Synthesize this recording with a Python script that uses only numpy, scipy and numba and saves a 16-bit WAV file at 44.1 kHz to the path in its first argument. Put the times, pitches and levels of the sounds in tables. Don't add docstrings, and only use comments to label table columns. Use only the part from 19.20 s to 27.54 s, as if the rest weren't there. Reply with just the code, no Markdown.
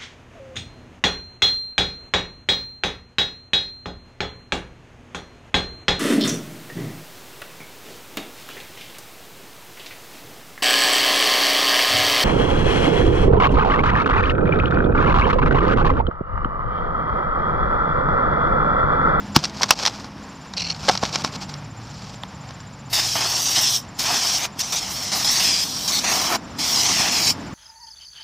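import sys
import numpy as np
from scipy import signal
from scipy.fft import rfft, irfft
from scipy.io import wavfile
from scipy.ndimage import uniform_filter1d
from numba import njit

SR = 44100
rng = np.random.default_rng(int(sys.argv[2]) if len(sys.argv) > 2 else 0)


def digitize_waveform(pressure):
    field = np.atleast_2d(pressure).T
    bounded = np.clip(field, -1, 1)
    quanta = np.round(bounded * 32767).astype(np.int16)
    wavfile.write(sys.argv[1], SR, quanta)


N = 367794


def from_db(db):
    return 10 ** (np.asarray(db) / 20)


def rms_one(x):
    return x / np.sqrt(np.mean(x ** 2) + 1e-20)


def in_time(rows, **ends):
    s, *columns = np.transpose(sorted(map(tuple, rows)))
    now = np.arange(N) / SR
    return [np.interp(now, s, column, **ends) for column in columns]


def drift(rate_hz):
    r = np.exp(-80 * np.pi * rate_hz / SR)
    white = rng.standard_normal(N // 40 + 2002)
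    slow = signal.lfilter([1], [1, -2 * r, r * r], white)[2000:]
    return np.interp(np.arange(N) / 40, np.arange(len(slow)), rms_one(slow))


def colour(x, spectrum):
    hz, db = np.transpose(spectrum)
    grid_hz = np.fft.rfftfreq(4096, 1 / SR)
    gain = from_db(np.interp(np.log(grid_hz + 1), np.log(hz), db))
    cepstrum = irfft(np.log(gain))
    cepstrum[1:2048] *= 2
    cepstrum[2049:] = 0
    kernel = irfft(np.exp(rfft(cepstrum)))
    return signal.oaconvolve(x, kernel / np.sqrt(np.sum(kernel ** 2)))[:N]


def resonate(x, hz, width_hz):
    r = np.exp(-np.pi * width_hz / SR)
    zeros = np.array([1, 0, -1]) * (1 - r * r) / 2
    return signal.lfilter(zeros, [1, -2 * r * np.cos(2 * np.pi * hz / SR), r * r], x)


@njit
def gliding(x, radius, angle):
    y = np.zeros(len(x))
    for i in range(2, len(x)):
        y[i] = x[i] - x[i - 2] + 2 * radius * np.cos(angle[i]) * y[i - 1] - radius * radius * y[i - 2]
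    return y


def band(x, low_hz, high_hz):
    return signal.sosfilt(signal.butter(2, [low_hz, high_hz], "band", fs=SR, output="sos"), x)


def grains(per_s, spread_db):
    sizes = from_db(spread_db * np.minimum(rng.exponential(1, N), 5)) * rng.choice([-1, 1], N)
    return rms_one(sizes * (rng.random(N) < per_s / SR))


# start in seconds, splash at the start in dB,
# splash at the end in dB, hub roar in dB, edge rush in dB,
# change of roar and rush across the stretch in dB, splash resonance in Hz,
# lag of the echo off the nearby iron in ms, echo strength from -1 to 1.
PRESSES = [
    [(3.7, -41, -36, -50, -50, 7, 4610, 0.38, 0.11), (3.729, -20, -20.5, -37, -30.5, 5, 5000, 0.6, 0.26),
     (3.805, -24, -24.5, -36.5, -32, -9.5, 5360, 0.7, 0.016),
     (3.953, -24.5, -22.5, -25, -26, -14, 5440, 0.65, 0.24),
     (4.23, -22.5, -20.5, -41.5, -40, 9.5, 5740, 0.57, -0.11),
     (4.36, -19.5, -21, -28.5, -26, -16, 5350, 0.43, -.35)],
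    [(4.792, -22, -24.5, -32, -33.5, 2.5, 5270, 0.38, -0.18),
     (4.852, -22.5, -21, -28, -26, -10.5, 5470, 0.66, 0.13),
     (5.185, -31, -22.5, -38.5, -33, 6, 5860, 0.66, -0.18)],
    [(5.393, -23, -29, -46, -33.5, -2, 5700, 0.6, 0.46), (5.404, -18.5, -25, -40, -33, -6, 5700, .68, 0.37),
     (5.422, -30, -30.5, -39.5, -42, -1.5, 5700, 0.76, 0.3),
     (5.523, -19, -29, -31.5, -30.5, -4, 5800, 0.72, 0.11),
     (5.559, -23, -24, -40, -34, -7, 6000, 0.79, 0.26),
     (5.598, -31, -28, -39.5, -39.5, -0.5, 5550, 0.45, -0.0048),
     (5.918, -22.5, -26, -32, -33, -4, 5350, 0.49, 0.26),
     (6.045, -19.5, -20, -32.5, -32.5, -2.5, 5200, 0.51, 0.44),
     (6.2, -18.5, -24, -32, -25.5, -13.5, 4960, 0.37, 0.13),
     (6.445, -27.5, -29, -45.5, -42.5, 0.5, 5690, 0.24, 0.32),
     (6.677, -18, -27, -33.5, -35, -3, 5430, 0.37, -0.17),
     (6.72, -22.5, -20.5, -34, -33, -6, 4460, 0.492, 0.51), (6.797, -27, -33, -44, -42, 4, 5640, .47, 0.25),
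     (6.84, -25, -19.5, -30.5, -30, 5, 5670, 0.47, 0.48),
     (6.93, -20.5, -26.5, -27.5, -31, -2, 5360, 1, 0.34),
     (7.11, -28.5, -23, -26, -31.5, 4, 5340, 0.43, 0.28)],
    [(7.389, -23.5, -25, -37, -33, -1, 5170, 1.15, .2),
     (7.43, -23.5, -18, -36.5, -35.5, 2.5, 5320, 1, 0.16),
     (7.62, -19, -22.5, -34, -29.5, 3.5, 5470, 0.5, 0.088),
     (7.9, -24, -19, -34.5, -30.5, 2, 5370, 0.44, 0.25),
     (8.005, -21.5, -15.5, -32.5, -32, 1, 5430, 0.4, 0.5)],
]
# time in seconds, decay of the jet in dB per second.
RELEASES = [(4.565, 433), (5.252, 996), (7.158, 1200), (8.105, 817)]
OPENING_DB_PER_S = 3000
LEAK_DB, LEAK_DB_PER_S = -14, 600


def jet():
    now = np.arange(N) / SR
    shuts, decay_db_per_s = np.transpose(RELEASES)
    opens = np.array([rows[0][0] for rows in PRESSES])
    press = np.searchsorted((shuts[:-1] + opens[1:]) / 2, now)
    held = np.clip(now, opens[press], shuts[press])
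    early = np.maximum(held - now, 0)
    late = np.maximum(now - held, 0)
    valve_db = np.maximum(-OPENING_DB_PER_S * early, LEAK_DB - LEAK_DB_PER_S * early)
    valve_db = valve_db - decay_db_per_s[press] * late

    table = np.vstack(PRESSES)
    row = np.searchsorted(table[:, 0], held, side="right") - 1
    start, first_db, last_db, hub_db, rush_db, change_db, splash_hz, lag_ms, strength = table[row].T
    end = np.minimum(np.append(table[1:, 0], np.inf)[row], shuts[press])
    across = (held - start) / (end - start)
    levels_db = [first_db + (last_db - first_db) * across,
                 hub_db + change_db * across,
                 rush_db + change_db * across]
    levels_db = uniform_filter1d(valve_db + levels_db, size=110, axis=1)
    return *levels_db, uniform_filter1d(splash_hz, size=700), lag_ms, strength


# frequency in Hz, relative density in dB per Hz.
SPLASH = [(1940, -19.5), (3300, -1), (4320, 0.5), (5460, 2), (6710, -1), (9000, -11), (11700, -21),
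          (19800, -120)]
# frequency in Hz, relative density in dB per Hz.
STRAW = [(4710, -39), (8000, -4.5), (10300, -4.5), (15100, -2)]
# frequency in Hz, width in Hz, relative level in dB.
HUB_MODES = [(692, 190, -0.5), (1110, 710, -4), (299, 240, -7.5)]
# time in seconds, centre in Hz, depth from 0 to 1.
DIP = [(3.75, 3300, 0.8), (4.3, 4000, 0.3), (6.12, 3850, 0.4), (8.08, 3690, 0.6)]
DIP_WIDTH_HZ = 180
STRAW_DB, STRAW_FOLLOWS = -18.5, 0.7
WALL_ECHO_MS, WALL_ECHO_STRENGTH = 1.087, 0.29


def add_echo(x, lag_ms, strength):
    lag = lag_ms * SR / 1000
    return x + strength * np.interp(np.arange(N) - lag, np.arange(N), x)


def spray():
    splash_db, hub_db, rush_db, splash_hz, lag_ms, strength = jet()
    sputter_db = drift(30)
    drops = colour(grains(9700, spread_db=1.5), SPLASH)
    ring_hz = splash_hz * (1 + 0.03 * drift(10))
    ringing = gliding(drops, np.exp(-np.pi * 500 / SR), 2 * np.pi * ring_hz / SR)
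    splash = drops + from_db(-4.5) * rms_one(ringing)

    white = rng.standard_normal((3, N))
    hub = np.zeros(N)
    for k, (hz, width_hz, db) in enumerate(HUB_MODES):
        hub += (-1) ** k * from_db(db) * resonate(white[0], hz, width_hz)
    rush = rms_one(band(white[1], 1780, 3650))

    near = from_db(splash_db) * rms_one(splash)
    near = near + from_db(rush_db + 0.63 * drift(20)) * rush
    near = add_echo(near, lag_ms * (1 + 0.038 * drift(8.6)), strength)
    near = add_echo(near, WALL_ECHO_MS * (1 + 0.13 * drift(2.18)), WALL_ECHO_STRENGTH)

    dip_hz, depth = in_time(DIP)
    dip_hz = dip_hz * (1 + 0.028 * drift(6.8))
    dark_band = gliding(near, np.exp(-np.pi * DIP_WIDTH_HZ / SR), 2 * np.pi * dip_hz / SR)
    near = near - np.clip(depth, 0, 1) * np.pi * DIP_WIDTH_HZ / SR * dark_band

    straw_db = STRAW_DB + STRAW_FOLLOWS * splash_db
    straw_db = straw_db + np.minimum(splash_db + 36, 0)
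    straw = from_db(straw_db + 3.14 * drift(11.7)) * colour(white[2], STRAW)
    roar = from_db(hub_db + 2.0 * drift(19.6)) * rms_one(hub)
    return from_db(sputter_db) * (near + roar) + straw


# time in seconds, crack strength in dB,
# dull part re crack in dB, box ring re crack in dB.
KNOCKS = [(0.1595, -5, 2.5, -20), (0.1626, 6.5, 0, -20), (0.1897, -16, -14, -16), (0.239, -6.5, -15, -17),
          (0.2446, -7, -14, -30), (.2528, -7.5, -18, -20), (.2965, -19, -15, -30), (0.4193, -9.5, -3, -18),
          (0.432, 1, -3.5, -17), (0.439, -10, 3, -5), (.491, -9.5, -5, -28), (0.5068, 9.5, 1.5, -17),
          (0.5895, -9.5, -9, -23), (0.597, -15, -2, -22), (0.6523, -3, -16, -33), (0.6622, -1.5, -3, -30),
          (0.6723, -3, -6, -23), (0.6783, -7, 0, -31), (.844, -21.5, -7, -6), (1.3367, -15, -5, -15),
          (1.5126, -13.5, -18, -32), (1.676, -13, -2, -18), (1.6825, -7, -1, -21), (1.686, -9.5, 7, -22),
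          (1.688, -0.5, -3, -25), (1.6951, -5.5, 5.5, 1), (1.735, -16, -12, -27), (1.7523, -9.5, -1, -9),
          (1.775, -8.5, -6, -27), (1.8289, -16.5, -1, 0), (1.8352, -9, 1, -4), (1.852, -10, -15, -25),
          (1.9282, -17, -16, -33), (1.949, -11, -10, -28), (1.957, -2.5, -14, -14),
          (2.047, -6.5, -15, -7.5), (2.3397, -16, -14, -27), (3.2897, -25, -10, -27),
          (3.307, -20.5, -13, -19), (3.403, -25, -10, -28), (4.649, -27, -12, -28)]
# frequency in Hz, relative density in dB per Hz.
CRACK = [(120, -48), (880, 0), (1500, -4), (2660, -9), (5620, -0.5), (7340, -19), (12400, -41),
         (15800, -57)]
# frequency in Hz, relative level in dB, t60 in seconds.
BOX_MODES = [(547, 2.5, 0.003), (807, 7.5, 0.0066), (1075, 2, 0.03), (1313, -5.5, 0.048)]
# time in seconds, starting level in dB,
# pitch in Hz, t60 in seconds.
BUMPS = [(.4102, -10.5, 970, .012), (0.51, 4.5, 2670, 0.0083), (1.684, -7.5, 550, 0.021),
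         (1.6949, -9, 516, 0.018), (1.696, -4.5, 735, 0.04), (1.831, -9, 680, 0.025),
         (3.0364, -20, 940, 0.014), (3.0349, -22, 1946, 0.0085), (3.0353, -15, 3450, 0.005)]
# time in seconds, strength in dB.
THUDS = [(0.1655, 0.5), (1.834, -15), (2.046, -21)]
# frequency in Hz, relative level in dB, t60 in seconds.
THUD_MODES = [(152, -15, 0.1), (235, -0.5, 0.02), (314, -14.5, 0.057)]
CRACK_T60_S, CRACK_LENGTHENS = 0.03, 0.15
CRACK_RISE_S = 0.00087
TICK_DB, TICK_T60_S = 4, 0.008
TICK_GROWS = 0.5
CRACK_CREST_DB = 8
DULL_BELOW_HZ, WALLS_ABOVE_HZ = 1900, 290


def strike(modes, at, db):
    out = np.zeros(N)
    scatters = rng.standard_normal((len(at), len(modes))).T
    for (hz, mode_db, t60_s), scatter in zip(modes, scatters):
        clicks = np.full(N, 1e-18)
        clicks[at] = from_db(db + mode_db + 2.0 * scatter)
        r, w = from_db(-60 / (t60_s * SR)), 2 * np.pi * hz / SR
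        out += signal.lfilter([0, np.sin(w)], [1, -2 * r * np.cos(w), r * r], clicks)
    return out


def knocks():
    s, crack_db, dull_db, ring_db = np.transpose(KNOCKS)
    at = np.round(s * SR).astype(int)
    age = np.arange(3000) / SR
    envelopes = np.zeros((2, N))
    for i, db, dull_re_db in zip(at, crack_db, dull_db):
        t60_s = CRACK_T60_S * from_db(CRACK_LENGTHENS * db)
        crack = from_db(db - 3.0 - 60 * age / t60_s) * np.minimum(age / CRACK_RISE_S, 1)
        tick = from_db(db + TICK_DB + TICK_GROWS * db - 60 * age / TICK_T60_S)
        gains = from_db([[-CRACK_CREST_DB], [dull_re_db - CRACK_CREST_DB]])
        envelopes[:, i:i + len(age)] += gains * (crack + tick)
    bright, dull = envelopes * rng.choice([-1, 1], (2, N))
    burst = band(bright, DULL_BELOW_HZ, 22000) + band(dull, 100, DULL_BELOW_HZ)
    walls = colour(burst, CRACK) + strike(BOX_MODES, at, crack_db + ring_db - 7.5)
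    for start, db, hz, t60_s in BUMPS:
        i = round(start * SR)
        walls[i:i + len(age)] += from_db(db - 60 * age / t60_s) * np.sin(2 * np.pi * hz * age)
    s, thud_db = np.transpose(THUDS)
    thuds = strike(THUD_MODES, np.round(s * SR).astype(int), thud_db)
    return band(walls, WALLS_ABOVE_HZ, 21000) + thuds


# start in seconds, end in seconds,
# start level in dB, end level in dB.
SCUFFS = [(0.15, 0.226, -22.5, -46), (0.229, 0.31, -33, -51), (0.337, 0.407, -43, -37.5),
          (0.416, 0.476, -22, -42), (0.484, 0.539, -31, -28), (0.55, 0.646, -42, -26.5),
          (0.651, 0.708, -25, -43.5), (0.705, .87, -40, -48.5), (1.543, 1.704, -48, -28.5),
          (1.709, 1.817, -26, -48), (1.816, 1.903, -30.5, -37), (1.908, 1.963, -42, -25),
          (1.971, 2.025, -32, -33), (2.041, 2.101, -26, -45), (2.124, 2.164, -36, -31),
          (2.205, 2.25, -38, -37.5), (2.287, 2.322, -36.5, -48), (2.607, 2.952, -50.5, -43.5)]
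# start in seconds,
# end in seconds, strength in dB.
DRAG = [(1.364, 1.395, -22.5), (1.392, 1.415, -21.5), (1.416, 1.434, -23), (1.433, 1.469, -29),
        (1.465, 1.479, -27.5), (1.481, 1.502, -27.5), (1.498, 1.51, -15), (1.515, 1.531, -30),
        (1.545, 1.554, -34)]
# centre in Hz, width in Hz, relative level in dB.
DRAG_RINGS = [(4330, 320, 3.5), (5450, 400, -3), (2850, 500, -2)]
# frequency in Hz, relative density in dB per Hz.
RASP = [(1290, -28), (2200, 4), (2820, 0), (3680, 0), (4500, 5), (5410, 5), (10000, -16.5), (13000, -60)]
SCUFF_BODY_DB, DRAG_BODY_DB = -7.5, -22


def rubbing():
    rasp, drag = np.zeros((2, N))
    for start, end, start_db, end_db in SCUFFS:
        i, j = round(start * SR), round(end * SR)
        rasp[i:j] += from_db(np.linspace(start_db, end_db, j - i))
    for start, end, db in DRAG:
        i, j = round(start * SR), round(end * SR)
        drag[i:j] += from_db(db) * np.abs(np.sin(np.linspace(0, np.pi, j - i))) ** 0.58
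    rasp = uniform_filter1d(rasp, size=440)
    boom = from_db(SCUFF_BODY_DB) * rasp + from_db(DRAG_BODY_DB) * drag

    slips = grains(4000, spread_db=2.5) * from_db(2.2 * drift(60))
    rasp, drag, boom = rasp * slips, drag * slips, boom * slips
    ringing = from_db(-12.5) * drag
    for hz, width_hz, db in DRAG_RINGS:
        angle = 2 * np.pi * hz * (1 + 0.031 * drift(25)) / SR
        ring = gliding(drag, np.exp(-np.pi * width_hz / SR), angle)
        ringing = ringing + from_db(db) * np.pi * width_hz / SR * ring
    walls = sum(from_db(db) * resonate(boom, hz, 200) for hz, db, _ in BOX_MODES)
    return colour(rasp + ringing, RASP) + from_db(11) * walls


# first stroke in seconds, number of strokes, seconds between strokes.
TRILLS = [(0.003, 4, 0.063), (1.039, 6, 0.0598), (1.409, 15, 0.065), (2.383, 42, 0.0641),
          (5.075, 52, 0.0639)]
# time in seconds, pitch in Hz, relative level in dB.
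STROKE = [(-.013, 6700, -14), (-.008, 7000, -6.5), (.001, 7300, 0), (.008, 7260, -3.5), (0.016, 6940, -9)]
CRICKET_DB = -46.5


def cricket():
    s, hz, db = np.transpose(STROKE)
    age = np.arange(s[0], s[-1], 1 / SR)
    phase = 2 * np.pi * np.cumsum(np.interp(age, s, hz)) / SR
    whistle = from_db(np.interp(age, s, db)) * np.sin(phase)
    margin = 2000
    out = np.zeros(N + 2 * margin)
    for first, strokes, period_s in TRILLS:
        for t in first + period_s * np.arange(strokes):
            i = int((t + s[0]) * SR) + margin
            out[i:i + len(age)] += whistle * from_db(CRICKET_DB + rng.normal(0, 0.66))
    return out[margin:N + margin] * from_db(2.0 * drift(150))


# time in seconds, deep rumble in dB, drone in dB, tyre roar in dB.
TRAFFIC = [(0.0, -38.5, -39, -40), (1.18, -45.5, -43, -42), (1.72, -39, -45.5, -43.5),
           (1.92, -41.5, -39.5, -39.5), (2.79, -43.5, -47.5, -44.5), (5.32, -45.5, -45.5, -42.5),
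           (8.22, -40.5, -35, -38.5)]
# frequency in Hz, relative density in dB per Hz.
RUMBLE = [(15, -77), (25, -1.5), (113, 1.5), (170, 0.5), (220, -15.5), (370, -120)]
# frequency in Hz, relative density in dB per Hz.
ROAR = [(250, -42), (413, -3), (908, 2.5), (1700, -5.5), (4150, -13.5), (5400, -9), (6660, -19.5),
        (8000, -27.5), (15000, -39)]


def traffic():
    rumble_db, drone_db, roar_db = in_time(TRAFFIC)
    white = rng.standard_normal((3, N))
    rumble = from_db(rumble_db + drift(4.5)) * colour(white[0], RUMBLE)
    drone = from_db(drone_db + drift(3.8)) * rms_one(band(white[1], 163, 297))
    roar = from_db(roar_db + drift(9.7)) * colour(white[2], ROAR)
    return rumble + drone + roar


# time in seconds, firing rate in Hz, level in dB rms.
ENGINE = [(0.0, 67, -38.5), (1.22, 68.3, -49.5), (1.66, 48.2, -39.5), (2.6, 48.74, -45.5),
          (3.5, 46.45, -48.5), (4.33, 45.07, -50), (6.4, 48, -52.5)]
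# multiple of the firing rate, relative level in dB.
ORDERS = [(2, -7), (3, 0), (4, -0.5)]
ENGINE_IDLE_HZ, EVEN_LOSS_DB_PER_HZ = 48, 2.5
FOURTH_FADES_HZ, FOURTH_LOSS_DB_PER_HZ = 47.5, 3


def engine():
    firing_hz = in_time(ENGINE)[0]
    engine_db = in_time(ENGINE, right=-120)[1]
    turn = 2 * np.pi * np.cumsum(firing_hz) / SR
    even_loss_db = EVEN_LOSS_DB_PER_HZ * np.maximum(firing_hz - ENGINE_IDLE_HZ, 0)
    fourth_loss_db = FOURTH_LOSS_DB_PER_HZ * np.maximum(FOURTH_FADES_HZ - firing_hz, 0)
    out = np.zeros(N)
    for k, db in ORDERS:
        order_db = engine_db + db - even_loss_db * (k % 2 == 0) - fourth_loss_db * (k == 4)
        out += from_db(order_db + 2.8 * drift(4.8)) * np.sin(k * turn)
    return np.sqrt(2) * out


# time in seconds, pitch in Hz, level in dB rms.
HUM = [(1.25, 114.4, -68), (1.5, 112.8, -49), (3.2, 113.6, -46.5), (5.2, 115.3, -51), (5.4, 116.3, -70)]


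def hum():
    hum_hz = in_time(HUM)[0]
    hum_db = in_time(HUM, left=-120, right=-120)[1]
    tone = np.sin(2 * np.pi * np.cumsum(hum_hz) / SR)
    return np.sqrt(2) * from_db(hum_db + 2.5 * drift(1.2)) * tone


def scene():
    mono = spray() + knocks() + rubbing() + cricket() + traffic() + engine() + hum()
    return np.tile(mono, (2, 1))


CLIP_TOP = 0.9
CUTOFF_HZ = 16050


def record(dry):
    squashed = dry / (1 + (dry / CLIP_TOP) ** 4) ** (1 / 4)
    no_bass = signal.sosfilt(signal.butter(2, 50, "high", fs=SR, output="sos"), squashed)
    return signal.sosfilt(signal.cheby2(16, 70, CUTOFF_HZ, fs=SR, output="sos"), no_bass)


dry = scene()
out = record(dry)
digitize_waveform(out)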